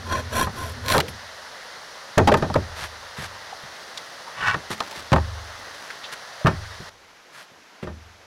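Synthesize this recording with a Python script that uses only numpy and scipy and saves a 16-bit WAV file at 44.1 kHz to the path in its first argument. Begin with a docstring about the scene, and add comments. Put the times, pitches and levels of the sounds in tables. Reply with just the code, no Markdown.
"""First you hear a handsaw rasping through a board on a plywood deck, its teeth tearing the fibres.
The offcut splinters, cracks away and clatters onto a pile. The carpenter brushes off snow with his
glove, drags up a board and steps over the deck, which booms under each blow. The loudest knocks
overload the microphone. A stream rushes behind it all; near the end, as the board is set down,
the water turns quieter, as if heard from further off."""
import sys
import numpy as np
from scipy import signal
from scipy.fft import rfft, irfft, next_fast_len
from scipy.io import wavfile
from scipy.ndimage import uniform_filter1d

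SR = 44100
rng = np.random.default_rng(int(sys.argv[2]) if len(sys.argv) > 2 else 0)


def int16_out(signal):
    """Quantize to a 16-bit WAV file."""
    q = np.round(np.clip(np.atleast_2d(signal).T, -1, 1) * 32767)
    wavfile.write(sys.argv[1], SR, q.astype(np.int16))


N = 364251
TIME = np.arange(N) / SR
RING_TIME = TIME[:SR]  # one second for a blow to die away

# Pull and push in turn. Each row: start and end in seconds, rasp and hiss in dB at full speed.
SAW_STROKES = [(.022, .27, -26.5, -50), (.262, .52, -23.5, -31), (.485, .775, -34, -44.5),
               (.785, 1.07, -24.5, -32.5)]
# The notes of blade and board. Each row: pitch in Hz, width in Hz, level in dB.
BLADE_NOTES = [(1044, 34, 7), (1500, 55, -8), (1610, 200, -7.5), (2330, 83, -12), (2510, 140, -13.5),
               (3294, 58, -8), (3510, 43, -20), (4180, 120, -10), (4320, 80, -22), (5760, 130, -13.5)]
# The tone of the rasp, the teeth's hiss and the deck's rumble. 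Each row: frequency in Hz, level in dB.
RASP_TONE = [(150, 1.5), (300, 8), (550, 8.5), (850, -6), (1250, -5), (1800, -4.5), (2900, -15.5),
             (4200, 1.5), (4900, -31), (6500, -39), (8000, -32)]
HISS_TONE = [(4000, 1.5), (6000, -11), (7500, -4.5), (8700, -13), (10000, 0), (10500, -11), (10900, -3),
             (11300, -11), (11700, 0.5), (12600, -13), (15500, -20)]
RUMBLE_TONE = [(40, -19), (66, 0), (79, 9), (90, 9), (107, 3.5), (130, -3), (185, -20), (240, 1.5),
               (310, -32), (400, -8.5), (520, -20), (900, -45)]
THROUGH_S = 1.01  # the blade breaks through


def saw(teeth_per_s=620, jitter=.22, catch_db=3, blade_db=1.54, rasp_db=-3, rumble_db=-38.5):
    """Teeth tear fibres, faster and louder in mid-stroke; blade and board ring, the deck rumbles."""
    rasp_level, hiss_level, speed, position = np.zeros((4, N))
    for k, (start, end, stroke_db, hiss_db) in enumerate(SAW_STROKES):
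        arc = np.pi * np.clip((TIME - start) / (end - start), 0, 1)
        pace = np.abs(np.sin(arc))
        rasp_level += undb(stroke_db) * pace ** 3.67
        hiss_level += undb(hiss_db) * pace ** (4.7 if k % 2 else 1.5)  # briefer on the push
        speed += pace
        position += (-1) ** k * (1 - np.cos(arc)) / 2
    teeth_passed = np.floor(np.cumsum(teeth_per_s * speed * np.exp(jitter * wander(200))) / SR)
    teeth = np.diff(teeth_passed, prepend=0) * undb(2.5 * rng.standard_normal(N))
    force = teeth * np.sqrt(SR / teeth_per_s) + .7 * grit(7000, 2)
    force *= undb(catch_db * wander(170))  # the blade catches and frees itself
    force /= np.std(force[:SR])
    # Waves bounce back from the blade's tip, sooner or later as it slides through the cut.
    delay_s = .000382 + .001144 * position
    bounce = np.interp(TIME - delay_s, TIME, force)
    tearing = smear(force + .7 * bounce) / np.hypot(1, .7)
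    click = signal.unit_impulse(4096)  # dividing by a filtered click keeps the power
    rasp = colour(tearing, RASP_TONE) / np.linalg.norm(colour(click, RASP_TONE))
    hiss = colour(tearing, HISS_TONE) / np.linalg.norm(colour(click, HISS_TONE))
    cut = rasp_level * (undb(blade_db) * resonate(force, BLADE_NOTES) + undb(rasp_db) * rasp)
    rumble = (undb(rumble_db) + undb(-7) * rasp_level) * noise(RUMBLE_TONE)
    # Once through, the cut fades by 900 dB a second and the rumble by 92.
    since_through = np.maximum(TIME - THROUGH_S, 0)
    return undb(-900 * since_through) * (cut + hiss_level * hiss) + undb(-92 * since_through) * rumble


# The tone of breaking fibres. Each row: frequency in Hz, level in dB.
SPLINTER_TONE = [(600, -12), (2200, -0.5), (3000, -5), (4200, 2), (5200, -9.5), (8000, -15), (15000, -18)]


def splinters(start_s=.85, per_second=280, level_db=-23):
    """The last fibres break as the offcut sags, louder and louder until the blade is through."""
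    strain_db = np.interp(TIME, [start_s, THROUGH_S], [-5.5, 0], left=-np.inf, right=-np.inf)
    crunch = unit(colour(smear(grit(per_second, 1)), SPLINTER_TONE))
    return undb(level_db + strain_db) * crunch


# Wood hits wood. Each row: start in seconds, level in dB, favoured pitch in Hz, drop away from
# that pitch in dB per octave, ring time multiplier, deck thud in dB compared with the knock.
WOOD_KNOCKS = [(0.4706, -27, 1010, 8.5, 0.88, -0.5), (0.9453, -15.5, 1100, 4.5, 1.2, -17),
               (.961, -20, 450, 22, 1.63, -9.5), (0.981, -20, 950, 7, 1, -3),
               (2.1777, -3, 740, 8, 0.95, -13.5), (2.2736, -4.5, 787, 50, 1, -10),
               (2.318, -5, 603, 31, 0.61, -17), (2.341, -7, 775, 6.5, 0.51, -14),
               (2.371, -26, 1500, -3, 1.5, -2), (2.424, -20, 695, 3.5, 1.47, -2.5),
               (2.501, -26, 800, 29, .5, -3), (2.541, -25.5, 1280, 40, 1.5, -17),
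               (2.556, -12, 540, 9, 0.69, -7), (4.424, -29, 1510, 12, 0.74, -16),
               (4.543, -20.5, 1260, 9.5, 0.48, -13), (4.564, -40.5, 350, 4, .8, 4.5),
               (4.704, -32, 320, 7, 1.1, -3.5), (4.805, -25, 1200, 12.5, 0.73, -28),
               (5.1191, -19, 800, 2, 0.54, -16), (5.1288, -7.5, 915, 5, 0.62, -8),
               (5.16, -16.5, 925, 8.5, 0.82, -9), (5.182, -27.5, 1000, 4, .4, -14),
               (6.4596, -20.5, 1380, 14, .3, -5), (6.468, -12.5, 1430, 7, .94, -19),
               (6.508, -35, 885, 5, 1.5, -9), (7.827, -31.5, 350, 12, 2.1, 1),
               (7.871, -33.5, 390, -0.5, 1.3, 2)]
# The notes of the timber. Each row: pitch in Hz, level in dB, base ring time in seconds.
TIMBER_NOTES = [(213, -16, 0.51), (362, -2, 0.07), (460, -4, 0.032), (552, -3, 0.072), (627, -4, 0.11),
                (694, -12, 0.12), (805.4, -7.5, 0.1), (905.6, -7, 0.093), (1013, -4, 0.052),
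                (1238, -2.5, 0.056), (1338, -10.5, 0.088), (1570, -8.5, 0.088), (1811, -5, 0.09),
                (1940, -15, 0.049), (2510, -21, 0.17)]
# The tone of clattering boards. Each row: frequency in Hz, level in dB.
CLATTER_TONE = [(60, -20), (200, 10.5), (500, 5.5), (1000, 1), (1500, -1.5), (2000, -19), (2250, -10),
                (4000, -10), (6000, -12.5), (8500, -21), (11000, -16), (15500, -33)]


def knocks(clatter_db=-2.5, timber_db=-1.2, clatter_s=.12, hardness=8):
    """Each blow rings the timber around one pitch, set by where it lands, and shakes the deck."""
    out = np.zeros(N)
    for start, db, hz, drop_db, stretch, deck_db in WOOD_KNOCKS:
        def favour_db(frequency):
            return -drop_db * np.abs(np.log2(frequency / hz))
        weights_db = favour_db(np.array(TIMBER_NOTES)[:, :1])
        timber = struck_notes(TIMBER_NOTES, weights_db, stretch, detune=.011)
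        tone = [(f, level + max(favour_db(f), -26)) for f, level in CLATTER_TONE]
        clatter = dense_ring(tone, clatter_s * stretch, damping=.31)
        wood = soften(undb(timber_db) * timber + undb(clatter_db) * clatter, hardness * hz)
        add(out, start, undb(db) * (wood + deck(deck_db, swing_db=deck_db - 17)))
    return out


# Boots, hands and timber land. Each row: start in seconds, thud in dB, floor swing in dB.
DECK_THUDS = [(.425, -27, -29.5), (1.081, -35.5, -39), (2.175, -8, -37), (2.425, -29, -33),
              (2.5542, -19, -48), (2.82, -46, -39.5), (3.183, -34, -43), (3.225, -40, -43.5),
              (3.635, -44, -59), (4.971, -44, -48), (5.1205, -11, -17.5), (6.448, -8, -28.5),
              (6.802, -37, -57), (7.513, -56, -76), (7.881, -36, -37)]


def thuds(rattle_db=-15, rattle_s=.085, rattle_hz=1500):
    """Heavy, soft blows on the deck, each with a dull rattle of the boards."""
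    out = np.zeros(N)
    for start, db, swing_db in DECK_THUDS:
        rattle = soften(dense_ring(CLATTER_TONE, rattle_s, damping=.38), rattle_hz)
        add(out, start, deck(db, swing_db) + undb(db + rattle_db) * rattle)
    return out


# The notes of the plywood and of the whole floor on its beams.
# Each row: pitch in Hz, level in dB, base ring time in seconds.
PLYWOOD_NOTES = [(101, -15, 0.13), (113, -7.5, 0.21), (153, 8.5, .11), (166.5, 2, 0.14), (183.8, 2, 0.15),
                 (237.5, -6, 0.076), (390.5, -5, 0.059)]
FLOOR_NOTES = [(53.6, -10, 1), (77.5, 6, 0.78), (91.1, -11, 0.75), (100.4, -2, 0.96)]
# The tone of the deck's boom. Each row: frequency in Hz, level in dB.
BOOM_TONE = [(25, -16), (50, -29), (80, 0), (150, -9), (250, -11), (450, -2), (900, -43)]


def deck(thud_db, swing_db, boom_db=-6, boom_s=.078, cutoff_hz=480):
    """The plywood thuds under a blow and the whole floor swings on after it."""
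    plywood = struck_notes(PLYWOOD_NOTES, 0, stretch=.72, detune=.014)
    boom = undb(boom_db) * dense_ring(BOOM_TONE, boom_s, damping=.78)
    swing = struck_notes(FLOOR_NOTES, 0, stretch=.98, detune=.0065)
    return undb(thud_db) * soften(plywood + boom, cutoff_hz) + undb(swing_db) * swing


# Cracks and taps. Each row: start in seconds, level in dB, pitch in Hz, width in octaves,
# length in seconds.
WOOD_SNAPS = [(1.003, -18.5, 2060, 1.5, 0.0049), (1.081, -33, 2000, 1.8, 0.0074),
              (1.087, -44, 10700, 0.25, 0.012), (2.179, -16, 5860, 0.47, 0.004),
              (2.54, -28, 4230, .87, 0.0039), (3.973, -28.5, 3830, 0.94, .0069),
              (4.803, -24.5, 3430, 0.94, 0.0041), (5.901, -33.5, 1700, 1.3, 0.0099),
              (6.033, -34.5, 3350, 0.53, 0.02), (7.825, -38, 1490, 1.35, 0.016)]


def snaps():
    """Sharp cracks and small taps, each a tiny burst of noise."""
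    return bursts(WOOD_SNAPS)


# Brushing movements. Each row: loudest moment, rise time and fade time in seconds, level in dB.
BRUSH_MOVES = [(2.835, 0.09, 0.045, -32), (3.185, 0.024, 0.029, -36), (3.24, 0.043, 0.038, -33.5),
               (4.714, 0.015, .042, -29), (4.97, 0.034, 0.044, -37), (5.84, 0.049, .06, -46),
               (6.128, 0.013, 0.021, -31.5), (7.39, 0.083, 0.072, -43)]
# The tone of rubbing cloth. Each row: frequency in Hz, level in dB.
CLOTH_TONE = [(60, -45), (130, -2.5), (280, -12), (600, -0.5), (1100, 0.5), (1700, 5), (2400, -2.5),
              (4500, -5), (8000, -14.5), (11000, -14.5), (15500, -30)]


def brushing():
    """Glove, clothes and soles rub in soft swells, thousands of tiny clicks blurring into a swish."""
    friction = grit(9000, 1.5) * undb(1.2 * wander(200))
    return swells(BRUSH_MOVES) * unit(colour(friction, CLOTH_TONE))


# The notes of the long board. 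Each row: pitch in Hz, width in Hz, level in dB.
BOARD_NOTES = [(860, 20, -1), (1040, 17, -17), (1148, 16, 10.5), (1380, 21, -15), (1500, 27, 7.5),
               (1630, 30, -15), (1930, 49, -9), (2296, 53, -0.5), (2700, 47, -6), (3020, 60, -7)]
# The tone of its scrape. Each row: frequency in Hz, level in dB.
SCRAPE_TONE = [(50, -34), (110, 1), (300, -38), (600, -17), (1100, -2.5), (1850, 8), (2150, -12),
               (2700, -2.5), (4500, -13), (12000, -37)]


def board_drag(start_s=4.347, fastest_s=4.474, stop_s=4.555, force_db=-16.5, ring_db=-6, scrape_db=-3):
    """The board's end sticks and slips along the plywood, which scrapes and makes the board ring."""
    slips = unit(smear(grit(1800, 1)) * undb(2.2 * wander(260)))
    swell_db = np.interp(TIME, [start_s, fastest_s, stop_s], [-26.5, 0, -13], left=-np.inf, right=-np.inf)
    force = slips * undb(force_db + swell_db)
    scrape = colour(force, SCRAPE_TONE) / np.std(colour(slips, SCRAPE_TONE))
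    return undb(ring_db) * resonate(force, BOARD_NOTES) + undb(scrape_db) * scrape


# Boots shifting. Each row: loudest moment, rise time and fade time in seconds, level in dB.
BOOT_MOVES = [(3.9, 0.43, .8, -52), (4.92, 0.21, 0.19, -42.5), (5.72, 0.45, 0.56, -49.5)]
# The tone of crunching grit. Each row: frequency in Hz, level in dB.
GRIT_TONE = [(200, 3), (1000, 1), (2000, -3), (5000, -4.5), (8000, -12.5), (15000, -22)]


def boot_scuffs():
    """Grit crackles under shifting boots."""
    return swells(BOOT_MOVES) * unit(colour(smear(grit(350, 1)), GRIT_TONE))


# The tone of the stream from near and from far. Each row: frequency in Hz, level in dB.
NEAR_WATER_TONE = [(18, -49), (30, -14), (66, -15), (102, -9), (230, -9), (307, -11.5), (532, 1),
                   (787, 0.5), (1910, 1.5), (2360, -8.5), (4190, -4.5), (5890, -8), (8060, -22),
                   (9430, -18), (15500, -33.5)]
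FAR_WATER_TONE = [(18, -52), (30, -22), (69, -18), (102, -19), (164, -3.5), (243, -2.5), (455, 0.5),
                  (921, 1), (1050, 0.5), (1720, 0.5), (2690, -5), (6050, -8.5), (8500, -22.5), (11000, -20),
                  (15500, -34)]


def stream(near_db=-40, far_db=-50.5, far_from_s=6.895, flicker_db=2):
    """An even rush of water whose low bands gurgle each in their own time, quieter from far off."""
    def rush(tone):
        water = noise(tone)
        for hz in (250, 500, 1000, 2000):
            octave = signal.butter(1, [hz / np.sqrt(2), hz * np.sqrt(2)], "band", fs=SR, output="sos")
            flicker = undb(flicker_db * np.tanh(wander(35)))
            water = water + signal.sosfilt(octave, water) * (flicker - 1)
        return unit(water)
    near = undb(near_db) * rush(NEAR_WATER_TONE)
    far = undb(far_db) * rush(FAR_WATER_TONE)
    return np.where(TIME < far_from_s, near, far)


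# The clearest gurgles. Each row: start in seconds, level in dB, pitch in Hz.
WATER_GURGLES = [(3.522, -38, 758), (4.276, -35.5, 970), (4.92, -38, 860), (6.356, -38.5, 630),
                 (6.409, -38.5, 636)]


def gurgles(width_octaves=.22, length_s=.014):
    """Brief hollow notes from the water."""
    return bursts([(start, db, hz, width_octaves, length_s) for start, db, hz in WATER_GURGLES])


def echo(sound, fade_s=.33, delay_s=.012):
    """The timber frame and the slope scatter the sound back a moment later."""
    tail = colour(rng.standard_normal(SR), [(60, -5.5), (1500, -2), (12000, -4)])
    tail *= undb(-60 * RING_TIME / fade_s) * (RING_TIME > delay_s)
    return signal.fftconvolve(sound, tail / np.linalg.norm(tail))[:N]


def struck_notes(table, weights_db, stretch, detune):
    """A struck body rings, a little off pitch each time; notes fall 60 dB in ring time * stretch."""
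    hz, db, ring_s = np.transpose(table)[:, :, None]
    hz = hz * (1 + detune * rng.standard_normal(hz.shape))
    sign = (-1) ** np.arange(len(hz))[:, None]
    fade = undb(db + weights_db - 60 * RING_TIME / (ring_s * stretch))
    return attack_unit(np.sum(sign * fade * np.sin(2 * np.pi * hz * RING_TIME), axis=0))


def dense_ring(tone, ring_s, damping):
    """Countless notes blur into noise that falls 60 dB in ring_s at 1000 Hz, and sooner higher up."""
    spectrum = rfft(colour(rng.standard_normal(SR), tone))
    out = 0
    for hz in 1000 * 2. ** np.arange(-5, 5):
        band = irfft(spectrum * np.maximum(1 - np.abs(octaves(SR, hz)), 0), SR)
        band_s = ring_s * (hz / 1000) ** -damping
        out = out + band * undb(-60 * RING_TIME / band_s)
    return attack_unit(out)


def resonate(force, table):
    """A force keeps a body's notes ringing; narrow notes ring longest."""
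    ring = sum(undb(db) * width * np.exp(-np.pi * width * RING_TIME) * np.sin(2 * np.pi * hz * RING_TIME)
               for hz, width, db in table)
    return signal.fftconvolve(force, ring / np.linalg.norm(ring))[:N]


def bursts(table):
    """Short puffs of noise, each around its own pitch."""
    out = np.zeros(N)
    for start, db, hz, width, length_s in table:
        burst = irfft(rfft(rng.standard_normal(SR)) / (1 + (octaves(SR, hz) / width) ** 2) ** 2, SR)
        age = 2 * RING_TIME / length_s  # loudest at age 1
        add(out, start, undb(db) * unit(burst) * age * np.exp(1 - age))
    return out


def swells(table):
    """The level of a set of soft movements, each rising and fading."""
    return sum(undb(db) * np.sin(np.pi / 2 * np.interp(TIME - peak, [-rise, 0, fade], [0, 1, 0]))
               for peak, rise, fade, db in table)


def soften(x, hz):
    """A soft contact dulls a blow above hz."""
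    return signal.sosfilt(signal.butter(2, min(hz, 18000), fs=SR, output="sos"), x)


def smear(clicks):
    """Wood spreads every click over a few milliseconds without changing its tone."""
    tail = rng.standard_normal(SR) * np.exp(-RING_TIME / .0012)
    even_tail = irfft(np.exp(1j * np.angle(rfft(tail))), SR)[:512]
    return signal.fftconvolve(clicks, even_tail)[:N]


def grit(per_second, spread_db):
    """Tiny clicks at random times with uneven sizes."""
    clicks = (rng.random(N) < per_second / SR) * rng.standard_normal(N)
    return unit(clicks * undb(spread_db * rng.standard_normal(N)))


def wander(per_second):
    """A value that glides between random points, mostly within -1 to 1."""
    step = int(SR / per_second)
    return uniform_filter1d(np.repeat(rng.standard_normal(N // step + 1), step), step)[:N]


def noise(tone):
    """Steady noise with the given tone."""
    return unit(colour(rng.standard_normal(next_fast_len(N)), tone)[:N])


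def colour(x, tone):
    """Filter by a tone table, falling 20 dB an octave beyond its ends."""
    hz, db = np.transpose(tone)
    bins, points = octaves(len(x), 1), np.log2(hz)
    outside = np.abs(bins - np.clip(bins, points[0], points[-1]))
    return irfft(rfft(x) * undb(np.interp(bins, points, db) - 20 * outside), len(x))


def octaves(n, hz):
    """How many octaves above hz each frequency of an n-sample sound lies."""
    return np.log2(np.maximum(np.fft.rfftfreq(n, 1 / SR), 1) / hz)


def undb(db):
    """Turn decibels into a multiplier."""
    return 10 ** (np.asarray(db) / 20)


def unit(x):
    """Scale to an average (rms) level of 1."""
    return x / np.sqrt(np.mean(x ** 2))


def attack_unit(x):
    """Scale a blow to an average level of 1 over its first 10 milliseconds."""
    return x / np.sqrt(np.mean(x[:441] ** 2))


def add(track, start_s, x):
    """Mix x into the track at start_s."""
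    i = max(int(start_s * SR), 0)
    track[i:i + len(x)] += x[:N - i]


def scene(echo_db=-27):
    """The work on the deck and its faint echo, over the stream, in mono."""
    work = saw() + splinters() + knocks() + thuds() + snaps() + brushing() + board_drag() + boot_scuffs()
    return (work + undb(echo_db) * echo(work) + stream() + gurgles())[None]


def record(dry, ceiling=.315, top_hz=15800):
    """The microphone clips the loud blows flat, and the highest treble is cut."""
    double_rate = signal.resample_poly(dry, 2, 1, axis=1)
    clipped = signal.resample_poly(np.clip(double_rate, -ceiling, ceiling), 1, 2, axis=1)
    return signal.sosfiltfilt(signal.ellip(10, .05, 60, top_hz, fs=SR, output="sos"), clipped)


dry = scene()
out = record(dry)
int16_out(out)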